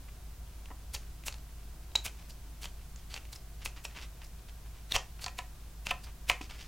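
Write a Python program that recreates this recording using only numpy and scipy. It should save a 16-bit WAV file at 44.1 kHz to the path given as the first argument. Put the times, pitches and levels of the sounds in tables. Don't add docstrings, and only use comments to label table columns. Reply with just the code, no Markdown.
import sys
import numpy as np
from scipy import signal
from scipy.fft import rfft, irfft, next_fast_len
from scipy.io import wavfile

SR = 44100
rng = np.random.default_rng(int(sys.argv[2]) if len(sys.argv) > 2 else 0)


def wrap_up_sound(samples):
    columns = np.atleast_2d(samples).T
    tamed = np.clip(columns, -1, 1)
    steps = np.round(tamed * 32767).astype(np.int16)
    wavfile.write(sys.argv[1], SR, steps)


N = 294147

# (let-go time [s], steady peeling before it [s], crackle level [dB],
# airy treble [dB], closing snap level [dB], gap resonance [Hz])
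PEELS = [(0.9487, 0.0048, -32.5, 2.5, -31, 4630), (1.2817, .016, -35, 4.5, -25, 2750),
         (2.063, .01, -32, 2.5, -29, 2370), (2.306, .008, -48.5, 5, -46, 4800),
         (2.6552, 0.034, -43.5, 1, -33, 3160), (3.141, 0.033, -47, -7, -30, 4530),
         (3.1763, 0.024, -45.5, -7, -36.5, 2585), (3.3299, 0, -41.5, 4.5, -38.5, 4130),
         (3.3595, .003, -45.5, 4, -41.5, 5270), (3.659, 0.0036, -34, 5, -25.5, 2530),
         (3.851, .001, -37.5, -0.5, -30.5, 2630), (4.246, 0, -47, 3, -51, 5070),
         (4.920, .003, -35.5, -7.5, -31, 4060), (4.9615, 0.015, -29, -7, -19, 2700),
         (5.2419, .024, -42, 0.5, -29, 4440), (5.3879, 0, -37, -4.5, -27.5, 2420),
         (5.8681, 0.0027, -38.5, -4, -24, 2670), (5.912, 0, -37, -26.5, -22, 2920),
         (6.046, .006, -46, 1, -49, 4800), (6.299, .002, -26, -6, -16, 2500)]
# (frequency [Hz], level [dB])
FRICTION_SPECTRUM = [(100, 0), (400, -8), (1000, -1), (1500, -2), (2700, 3), (4000, -2.5), (5500, -4),
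                     (8000, -13), (16000, -27)]
USUAL_GAP_HZ = 2900


def undb(db):
    return 10 ** (np.asarray(db) / 20)


def unit(x):
    return x / np.sqrt(np.mean(x ** 2))


def colour(x, spectrum):
    size = 2 * next_fast_len(len(x))
    hz, db = np.transpose(spectrum)
    bin_db = np.interp(np.log(np.fft.rfftfreq(size, 1 / SR) + 1e-6), np.log(hz), db)
    cepstrum = irfft(np.log(undb(bin_db)))
    cepstrum[1:size // 2] *= 2
    cepstrum[size // 2 + 1:] = 0
    return irfft(rfft(x, size) * np.exp(rfft(cepstrum)))[:len(x)]


def whiten(x):
    return irfft(np.exp(1j * np.angle(rfft(x))), len(x))


def clock(length_s):
    return np.arange(int(length_s * SR)) / SR


def add(track, start_s, sound):
    i = int(start_s * SR)
    track[i:i + len(sound)] += sound[:max(N - i, 0)]


def grains(count, per_second, spread_db):
    size, chance, polarity = rng.random((count, 3)).T
    amplitude = undb(spread_db * np.minimum(-np.log(size + 1e-9), 3))
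    return (chance < per_second / SR) * np.sign(polarity - .5) * amplitude


def gap_resonance(x, hz, q, boost_db):
    return x + undb(boost_db) * signal.lfilter(*signal.iirpeak(hz, q, fs=SR), x)


def background(rumble_db=-52.5, hiss_db=-59):
    # (frequency [Hz], rms level [dB])
    hum_lines = [(17.9, -54.5), (51.85, -48), (58.2, -58.5), (100, -66.5), (120.3, -64.5), (155.5, -66.5),
                 (207.3, -76), (234, -76)]
    # (frequency [Hz], level [dB])
    hiss_spectrum = [(110, -29), (180, -6), (238, -5), (315, -5), (551, -12), (729, -7), (800, -12.5),
                     (982, -11), (1350, -14), (1590, -13), (1720, -16.5), (6450, -18.5), (15500, -21)]
    side_spectrum = [(60, 13), (250, -13), (1000, -8.5), (4000, -4), (12000, -2)]
    rumble_spectrum = [(8, -3), (20, 0), (32, -7), (65, 2.5), (80, -1.5), (95, -11), (135, -14.5),
                       (175, -11), (220, -44), (400, -46.5)]
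    t = np.arange(N) / SR
    hum = sum(np.sqrt(2) * undb(db) * np.sin(2 * np.pi * (hz * t + rng.random())) for hz, db in hum_lines)
    rumble = unit(colour(rng.standard_normal(N), rumble_spectrum)) * undb(rumble_db)
    mid, side = (unit(colour(rng.standard_normal(N), hiss_spectrum)) * undb(hiss_db) for _ in range(2))
    return hum + rumble + mid + colour(side, side_spectrum) * np.array([[1], [-1]])


def flour(level_db=-73):
    drift = unit(colour(rng.standard_normal(N), [(5, 0), (25, -80)]))
    rustle = colour(grains(N, per_second=980, spread_db=5), FRICTION_SPECTRUM)
    return unit(rustle * undb(4 * drift)) * undb(level_db)


def ticks(count=22, level_db=-55, scatter_db=4, scatter_octaves=.76):
    out = np.zeros(N)
    for when, size, pitch in rng.random((count, 3)):
        gap_hz = USUAL_GAP_HZ * 2 ** (scatter_octaves * (2 * pitch - 1))
        add(out, when * N / SR, snap(level_db + scatter_db * (2 * size - 1), gap_hz, treble_db=-5))
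    return out


def rubs(rise_share=.33, rise_db=10, fall_db=15):
    # (peak time [s], duration [s], relative level [dB], treble [dB])
    strokes = [(0.088, 0.022, -51, -7), (2.992, 0.103, -58.5, 8), (3.623, .05, -47.5, 0),
               (3.775, .05, -46.5, -1), (3.913, 0.051, -51.5, -4), (3.976, .1, -42.5, -2.5),
               (4.028, .06, -43.5, 2), (4.221, .035, -47, -1.5), (4.491, .026, -49.5, -1),
               (4.664, .04, -55.5, -8), (5.197, 0.034, -50, -5), (5.897, .04, -39.5, 3),
               (6.074, 0.062, -50, -9), (6.429, 0.064, -45, 7), (6.509, 0.051, -42.5, -0.5),
               (6.557, .08, -50, 0), (6.612, 0.099, -44.5, 3)]
    out = np.zeros(N)
    for peak, length, db, treble_db in strokes:
        t, rise = clock(length), rise_share * length
        swell_db = -rise_db * np.maximum(1 - t / rise, 0) ** 2
        fade_db = -fall_db * np.maximum(t - rise, 0) / (length - rise)
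        envelope = undb(swell_db + fade_db) * signal.windows.tukey(len(t), .15)
        friction = colour(grains(len(t), per_second=1200, spread_db=2), FRICTION_SPECTRUM)
        swish = colour(friction, [(1000, -.6 * treble_db), (2500, 0), (5000, treble_db)])
        add(out, peak - rise, unit(swish) * envelope * undb(db - 4.5))
    return out


def bumps(t60_cycles=10.6, rebound_hz=88, rebound_db=-9, rebound_t60_s=.062):
    # (time [s], frequency [Hz], relative level [dB])
    knocks = [(.7045, 903, -40), (.71, 303, -48), (1.9539, 900, -34), (1.956, 240, -47),
              (2.656, 165, -47.5), (5.868, 198.7, -47), (6.411, 300, -39)]
    out, t = np.zeros(N), clock(.15)
    for start, hz, db in knocks:
        add(out, start, np.sin(2 * np.pi * hz * t) * undb(db + 3.5 - 60 * t * hz / t60_cycles))
    for (let_go, _, crackle_db, *_), detune in zip(PEELS, rng.standard_normal(len(PEELS))):
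        rebound = np.sin(2 * np.pi * rebound_hz * (1 + .1 * detune) * t)
        add(out, let_go, rebound * undb(crackle_db + rebound_db - 60 * t / rebound_t60_s))
    return out


def pops(overshoot=.23, opening_s=.0023, attack_s=.00058):
    # (time [s], relative level [dB])
    openings = [(.7045, -44), (.7138, -41), (4.9448, -31.5), (4.9635, -28.5), (5.2651, -31.5), (5.391, -30),
                (5.914, -25.5), (6.3015, -22), (6.4101, -39.5)]
    # (frequency [Hz], level [dB], time to decay by 60 dB [s])
    modes = [(408, -25, 0.1), (531, -20, 0.14), (730, -0.5, 0.04), (981, 0, 0.069), (1297, -10.5, 0.056),
             (1758, -5.5, 0.045), (2260, -15, 0.03), (2670, -12, 0.028)]
    out, t = np.zeros(N), clock(.08)
    hz, mode_db, t60 = np.transpose(modes)[:, :, None]
    glide = t + overshoot * opening_s * (1 - np.exp(-t / opening_s))
    attack = 1 - np.exp(-t / attack_s)
    for start, db in openings:
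        detune, phase = rng.standard_normal((2, len(hz), 1))
        tones = np.sin(2 * np.pi * hz * (1 + .016 * detune) * glide + np.pi * phase)
        ring = np.sum(tones * undb(mode_db - 60 * t / t60), axis=0)
        add(out, start - .001, ring * attack * undb(db - 3.5))
    return out


def squeaks(rasp_db=-27):
    # (time [s], duration [s], first pitch [Hz], last pitch [Hz], level [dB], roughness [0-1])
    chirps = [(1.9546, .0095, 3820, 4040, -22.3, 0.2), (4.919, 0.0056, 3920, 3480, -26.5, 0.45),
              (4.955, 0.0048, 3294, 2780, -25, 0.69), (5.9067, 0.0083, 2835, 2320, -27.5, 0.53),
              (6.2964, 0.0039, 3140, 2260, -20, 0.42)]
    out = np.zeros(N)
    for start, length, from_hz, to_hz, db, roughness in chirps:
        count = int(length * SR)
        hz = np.linspace(from_hz, to_hz, count) * (1 + roughness * rng.standard_normal(count))
        rasp = unit(colour(rng.standard_normal(count), [(3500, -61), (6000, 11), (8000, -35), (10000, 0)]))
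        tone = np.sin(2 * np.pi * np.cumsum(hz) / SR) + undb(rasp_db) * rasp
        add(out, start, unit(tone * signal.windows.tukey(count, .7)) * undb(db))
    return out


def snap(db, gap_hz, treble_db, decay_s=.0027, attack_s=.0002, span_s=.0021):
    # (frequency [Hz], level [dB])
    tear_spectrum = [(60, 14), (200, -19), (450, -5), (900, 2), (1500, -4.5), (2700, 1), (5000, -7.5),
                     (7000, -6.5), (9500, -15.5), (16000, -26)]
    t = clock(.021)
    envelope = np.exp(-t / decay_s) * (1 - np.exp(-t / attack_s))
    tear = whiten(rng.standard_normal(len(t)) * envelope) * np.sqrt(envelope)
    bright_db = treble_db + 7.5 * np.log2(gap_hz / USUAL_GAP_HZ)
    tilt = [(3000, 0), (5000, bright_db), (7500, bright_db), (10000, min(bright_db, .35 * bright_db))]
    sound = gap_resonance(colour(colour(tear, tear_spectrum), tilt), gap_hz, q=9, boost_db=7)
    return sound * np.sqrt(span_s * SR / np.sum(sound ** 2)) * undb(db - 2.5)


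def snaps(straggler_db=-8.5, linger_s=.024, scatter_db=3, scatter_octaves=.23):
    # (time [s], relative level [dB], gap resonance [Hz])
    single_snaps = [(0.6571, -43.5, 2776), (.9617, -36.5, 2660), (1.237, -45, 2330), (1.3245, -38.5, 4450),
                    (1.3414, -40.5, 4030), (1.9533, -26, 2520), (1.9555, -24, 7100), (2.08, -38, 3130),
                    (2.6318, -37, 4680), (2.6427, -34.5, 2540), (2.9596, -43.5, 7100), (3.163, -33, 2540),
                    (3.2521, -46, 2640), (3.8525, -34, 5460), (4.9525, -21, 3030), (4.963, -22, 5500),
                    (5.262, -28, 4370), (5.281, -32.5, 2460), (6.315, -26, 2600), (6.413, -35, 2530)]
    out = np.zeros(N)
    for let_go, hold, crackle_db, air_db, snap_db, gap_hz in PEELS:
        add(out, let_go, snap(snap_db, gap_hz, treble_db=3 + .45 * air_db))
        for when, size, pitch in rng.random((2, 3)):
            db = crackle_db + straggler_db + scatter_db * (2 * size - 1)
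            hz = gap_hz * 2 ** (scatter_octaves * (2 * pitch - 1))
            add(out, let_go - hold + when * (hold + linger_s), snap(db, hz, air_db))
    for start, db, gap_hz in single_snaps:
        add(out, start, snap(db, gap_hz, treble_db=.5))
    return out


def peel_swell(t, hold, air_db, fall_db_per_s=1100):
    rise_db_per_s = 1600 * undb(.46 * air_db)
    return undb(-rise_db_per_s * np.maximum(-t - hold, 0) - fall_db_per_s * np.maximum(t, 0))


def peels(before_s=.04, after_s=.059, hiss_hz=7050, hiss_db=1, hiss_lead_s=.003):
    # (frequency [Hz], level [dB])
    bond_spectrum = [(80, 3.5), (300, -6.5), (900, -4.5), (1500, -2), (2700, 1.5), (4500, 0), (7000, -2),
                     (10000, -5), (16000, -10.5)]
    highpass = signal.butter(2, hiss_hz, "high", fs=SR, output="sos")
    out = np.zeros(N)
    for let_go, hold, db, air_db, _, gap_hz in PEELS:
        t = clock(before_s + hold + after_s) - before_s - hold
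        bonds = colour(grains(len(t), per_second=7000, spread_db=3.8), bond_spectrum)
        airy = colour(bonds, [(3000, 0), (9000, air_db)])
        crackle = unit(gap_resonance(airy, gap_hz, q=17, boost_db=2.5))
        hiss = signal.sosfiltfilt(highpass, crackle)
        body = (crackle - hiss) * peel_swell(t, hold, air_db)
        early_hiss = undb(hiss_db) * hiss * peel_swell(t + hiss_lead_s, hold, air_db)
        add(out, let_go + t[0], (body + early_hiss) * undb(db - 4.5))
    return out


def room(x, t60_s=.23, wet_db=-10.5, side_db=-16, delay_s=.0021, build_s=.00092, echo_db=-24):
    # (frequency [Hz], level [dB])
    wall_spectrum = [(100, -5), (400, 6.5), (1000, -.5), (1700, 4), (2700, -1.5), (4000, -2.5), (6500, 1),
                     (10000, -1), (16000, -16)]
    t = clock(.35)
    fade = undb(-60 * t / t60_s) * (1 - np.exp(-np.maximum(t - delay_s, 0) / build_s))
    fade /= np.sqrt(np.sum(fade ** 2))
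    tails = [colour(rng.standard_normal(len(t)) * fade, wall_spectrum) for _ in range(2)]
    mid, side = (signal.fftconvolve(x, tail)[:N] for tail in tails)
    near = x.copy()
    for lag_s in (.0162, .0305):
        add(near, lag_s, x * undb(echo_db))
    return near + undb(wet_db) * (mid + undb(side_db) * side * np.array([[1], [-1]]))


def scene():
    toy = peels() + snaps() + ticks() + pops() + squeaks() + rubs() + bumps() + flour()
    return room(toy) + background()


def record(dry, cutoff_hz=15900):
    return signal.sosfilt(signal.ellip(10, .2, 80, cutoff_hz, fs=SR, output="sos"), dry)


dry = scene()
out = record(dry)
wrap_up_sound(out)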